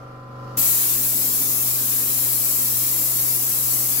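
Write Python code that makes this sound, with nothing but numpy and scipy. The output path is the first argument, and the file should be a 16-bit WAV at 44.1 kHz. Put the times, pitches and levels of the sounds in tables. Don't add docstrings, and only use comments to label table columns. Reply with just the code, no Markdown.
import sys
import numpy as np
from scipy import signal
from scipy.fft import rfft, irfft, next_fast_len
from scipy.io import wavfile
from scipy.ndimage import uniform_filter1d, map_coordinates

SR = 44100
rng = np.random.default_rng(int(sys.argv[2]) if len(sys.argv) > 2 else 0)


def bounce(signal):
    frames = np.transpose(np.atleast_2d(signal))
    limited = np.clip(frames, -1, 1)
    pcm = np.round(limited * 32767).astype(np.int16)
    wavfile.write(sys.argv[1], SR, pcm)


N = 176400
TRIGGER_S = 0.5699
IDLE_HZ, HUM_HZ = 24.82, 124.64
WHINE_ORDER, DRONE_ORDER = 41, 10

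# f/Hz, correlation
COHERENCE = [(60, 0.89), (130, 0.9), (290, 0.9), (640, 0.37), (1400, 0), (4000, 0)]
# t/s, level/dB
HUM_LEVEL = [(0, -42.5), (.28, -41.5), (.43, -37.5), (.57, -37.5), (.65, -43), (.73, -41), (.9, -44),
             (1, -39), (1.5, -38), (4, -37.5)]
# t/s, f/Hz
STROKE_RATE = [(0, 24.81), (.6, 24.84), (.95, 24.9), (1.2, 24.68), (1.8, 24.62), (2.2, 24.54), (4, 24.54)]
# t/s, level/dB
PUMP_GAIN = [(0, -3), (.28, -4.5), (.45, -0.5), (.57, 0), (.72, -1.5), (.9, -0.5), (1.1, -2), (1.5, -1),
             (4, 0.5)]
# multiple of the stroke rate, relative level/dB
IDLE_HARMONICS = [(4, -20), (8, -19.5), (10, -18.5), (12, -13), (14, -18), (18, -17), (19, -17), (20, -15),
                  (21, -19.5), (22, -9), (23, -18), (30, -16.5), (31, -15.5), (32, -18.5), (40, -22),
                  (48, -9), (49, -18), (50, -18), (53, -15), (54, -12), (56, -12.5), (76, -26), (96, -34),
                  (114, -32)]
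# multiple of the stroke rate, relative level/dB
LOADED_HARMONICS = [(3, -20.5), (5, -17), (11, -18.5), (13, -19), (14, -22.5), (15, -17.5), (22, -17),
                    (31, -23), (32, -18.5), (42, -22), (45, -21), (49, -16), (54, -20), (56, -24)]
# f/Hz, relative level/dB
BUZZ_SPECTRUM = [(25, -20), (400, -22.5), (700, -28), (870, -35.5), (1000, -16.5), (1100, -26.5),
                 (1300, -24.5), (1430, -32), (1520, -31), (2000, -39)]
# t/s, level/dB
WHINE_LEVEL = [(0, -59), (.12, -54), (.22, -49.5), (.32, -50), (.43, -45.5), (.65, -51), (1, -59),
               (1.15, -56.5), (4, -57.5)]
# t/s, relative level/dB
DRONE_LEVEL = [(0, -54), (.85, -57), (1.0, -42), (1.3, -39.5), (1.7, -52), (2.05, -42.5), (2.45, -56),
               (2.62, -40.5), (2.8, -51.5), (4, -50)]
# f/Hz, relative level/dB
RATTLE_SPECTRUM = [(15, -22), (60, -11), (160, -6), (250, -3), (450, -10.5), (650, -7), (850, -13.5),
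                   (1350, -8.5), (1600, -16.5), (2300, -20.5), (3600, -25), (4900, -23.5), (6500, -31),
                   (9000, -36.5), (12000, -32.5), (15500, -40)]
# f/Hz, relative level/dB
LEAK_SPECTRUM = [(1000, -19), (3000, 1), (5000, 5), (7000, -3), (9000, -16), (12500, -4), (15500, -8)]
# f/Hz, relative level/dB
JET_SPECTRUM = [(50, -24), (300, -21), (900, -22), (1600, -19), (2300, -17.5), (3300, -18), (4000, -14),
                (4800, -12), (6500, -8.5), (7800, -4.5), (8500, -8), (9100, -9.2), (11000, -0.16),
                (12600, 1.1), (13500, 1), (15600, 0.77)]
# f/Hz, left minus right level/dB
JET_BALANCE = [(700, 2), (1700, -1.5), (2400, 2.5), (4900, 2.5), (6600, 1), (7400, 2.5), (8500, 7.5),
               (9900, 5), (11300, 5.5), (12400, 3.8), (13400, 4), (15500, 3.5)]
# f/Hz, relative level/dB
CHURN_SPECTRUM = [(30, -24), (75, -8), (170, -14), (260, 2.5), (380, -3), (600, -8.5), (1300, -15.5),
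                  (2500, -49)]


def amp(db):
    return 10 ** (np.asarray(db) / 20)


def unit(x):
    return x / np.sqrt(np.mean(x ** 2) + 1e-20)


def clock():
    return np.arange(N) / SR


def curve(points):
    return np.interp(clock(), *np.transpose(points))


def along(points, hz):
    f, v = np.transpose(points)
    return np.interp(np.log(hz + 1), np.log(f + 1), v)


def wobble(rate):
    coarse = clock()[::32]
    spline = map_coordinates(rng.standard_normal(1024), [coarse * rate], mode="mirror")
    return np.interp(clock(), coarse, spline)


def opened(rise_s):
    return 1 - np.exp(-np.maximum(clock() - TRIGGER_S, 0) / rise_s)


def swell(at_s, width_s):
    return np.exp(-.5 * ((clock() - at_s) / width_s) ** 2)


def filtered(x, response):
    size = next_fast_len(N + SR // 2)
    return irfft(rfft(x, size) * response(np.fft.rfftfreq(size, 1 / SR)), size)[..., :N]


def stereo_angle(hz):
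    return np.arccos(np.clip(along(COHERENCE, hz), -1, 1)) / 2


def room_noise(spectrum, ripple_db):
    hz = np.fft.rfftfreq(2048, 1 / SR)[:, None]
    mid, side = signal.stft(rng.standard_normal((2, N)), nperseg=2048)[2]
    angle = stereo_angle(hz)
    mid, side = np.cos(angle) * mid, np.sin(angle) * side
    frames = np.array([mid + side, mid - side])
    ripples = uniform_filter1d(rng.standard_normal(frames.shape), size=2, axis=1)
    ripples = unit(uniform_filter1d(ripples, size=7, axis=2))
    depth_db = ripple_db / np.sqrt(1 + (hz / 13500) ** 4)
    pair = signal.istft(frames * amp(depth_db * ripples), nperseg=2048)[1][:, :N]
    return unit(filtered(pair, lambda f: amp(along(spectrum, f))))


def tone(turns, level):
    return amp(curve(level)) * np.sqrt(2) * np.sin(2 * np.pi * turns)


def motor_hum():
    return tone(HUM_HZ * clock(), HUM_LEVEL)


def chug(turns, harmonics, waver_db, scatter_cycles=.4):
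    out = np.zeros((2, N))
    for order, db in harmonics:
        apart = stereo_angle(order * IDLE_HZ) * rng.choice([-1, 1])
        phase = 2 * np.pi * (order * turns + scatter_cycles * rng.standard_normal())
        out += amp(db + waver_db * wobble(5.98)) * np.sqrt(2) * np.sin([phase + apart, phase - apart])
    return out


def buzz(turns, strong, count=80, size=2048):
    orders = np.arange(count)
    weak = (orders > 0) & ~np.isin(orders, [order for order, db in strong] + [WHINE_ORDER])
    apart = stereo_angle(orders * IDLE_HZ) * rng.choice([-1, 1], count)
    phase = 2 * np.pi * rng.random(count) + np.array([apart, -apart])
    spectrum = weak * amp(along(BUZZ_SPECTRUM, orders * IDLE_HZ)) * np.exp(1j * phase)
    cycles = irfft(spectrum, size) * size / np.sqrt(2)
    grid = np.arange(size + 1) / size
    return np.array([np.interp(turns % 1, grid, np.append(cycle, cycle[0])) for cycle in cycles])


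def rattle(stroke):
    return amp(-46.5) * (1 + 0.1 * stroke) * room_noise(RATTLE_SPECTRUM, ripple_db=3.0)


def pump():
    load = opened(rise_s=0.24)
    stroke_hz = curve(STROKE_RATE) * (1 + load * 0.00099 * wobble(4.026))
    turns = np.cumsum(stroke_hz) / SR
    stroke = np.cos(2 * np.pi * turns)
    idle = chug(turns, IDLE_HARMONICS, waver_db=0.8) + buzz(turns, IDLE_HARMONICS)
    loaded = chug(turns, LOADED_HARMONICS, waver_db=2.5) + amp(-2.5) * buzz(turns, LOADED_HARMONICS)
    mechanism = (1 - load) * amp(-37.5) * idle + load * amp(-36.5) * loaded + rattle(stroke)
    whine = tone(WHINE_ORDER * turns, WHINE_LEVEL)
    drone = tone(DRONE_ORDER * turns, DRONE_LEVEL)
    to_the_right = amp([[-1.5], [1.5]])
    return whine + amp(curve(PUMP_GAIN)) * (mechanism + (load * churn(stroke) + drone) * to_the_right)


def leak():
    return amp(-59) * swell(at_s=0.52, width_s=0.086) * room_noise(LEAK_SPECTRUM, ripple_db=5.0)


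def spray(room_share=.55):
    hiss = room_noise(JET_SPECTRUM, ripple_db=4.5)
    hiss = filtered(hiss, lambda hz: amp(along(JET_BALANCE, hz) * np.array([[.5], [-.5]])))
    build_up = np.sqrt(1 - room_share + room_share * opened(rise_s=.015))
    spurt_db = 1.5 * swell(TRIGGER_S + 0.027, width_s=0.0044)
    flutter_db = 0.34 * wobble(45)
    return hiss * opened(rise_s=0.0019) * build_up * amp(-14.5 + spurt_db + flutter_db)


def hose_thump(pitch_hz=239.5, push_delay_s=0.012, push_s=0.00093):
    since = clock() - TRIGGER_S
    knock = amp(-36.5) * np.sqrt(2) * np.sin(2 * np.pi * pitch_hz * since)
    band = [(pitch_hz / 10, -30), (pitch_hz / 2, -12), (pitch_hz, 0),
            (pitch_hz * 2, -17), (pitch_hz * 10, -80)]
    puff = amp(-37) * room_noise(band, ripple_db=2.5)
    age = np.maximum(since - push_delay_s, 0) / push_s
    push = amp(-21.5) * age * (2 - age) * np.exp(-age)
    return push + swell(TRIGGER_S + 0.019, width_s=0.015) * (knock + puff)


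def churn(stroke):
    surge_db = 5.5 * swell(at_s=1.15, width_s=0.37)
    return amp(-42 + surge_db) * (1 + 0.13 * stroke) * room_noise(CHURN_SPECTRUM, ripple_db=1.5)


def scene():
    return leak() + spray() + hose_thump() + pump() + motor_hum()


def record(dry, knee_db=-24, slope=.31, wait_s=0.096, ramp_s=0.39, top_hz=15790):
    power = np.abs(uniform_filter1d(np.mean(dry ** 2, axis=0), size=1024))
    excess_db = np.maximum(10 * np.log10(power + 1e-12) - knee_db, 0)
    integral = np.cumsum(excess_db) / SR
    ago = lambda s: np.interp(clock() - s, clock(), integral)
    mean_excess_db = (ago(wait_s) - ago(wait_s + ramp_s)) / ramp_s
    compressed = dry * amp(-slope * mean_excess_db)
    return filtered(compressed, lambda hz: .5 - .5 * np.tanh((hz - top_hz) / 25))


dry = scene()
out = record(dry)
bounce(out)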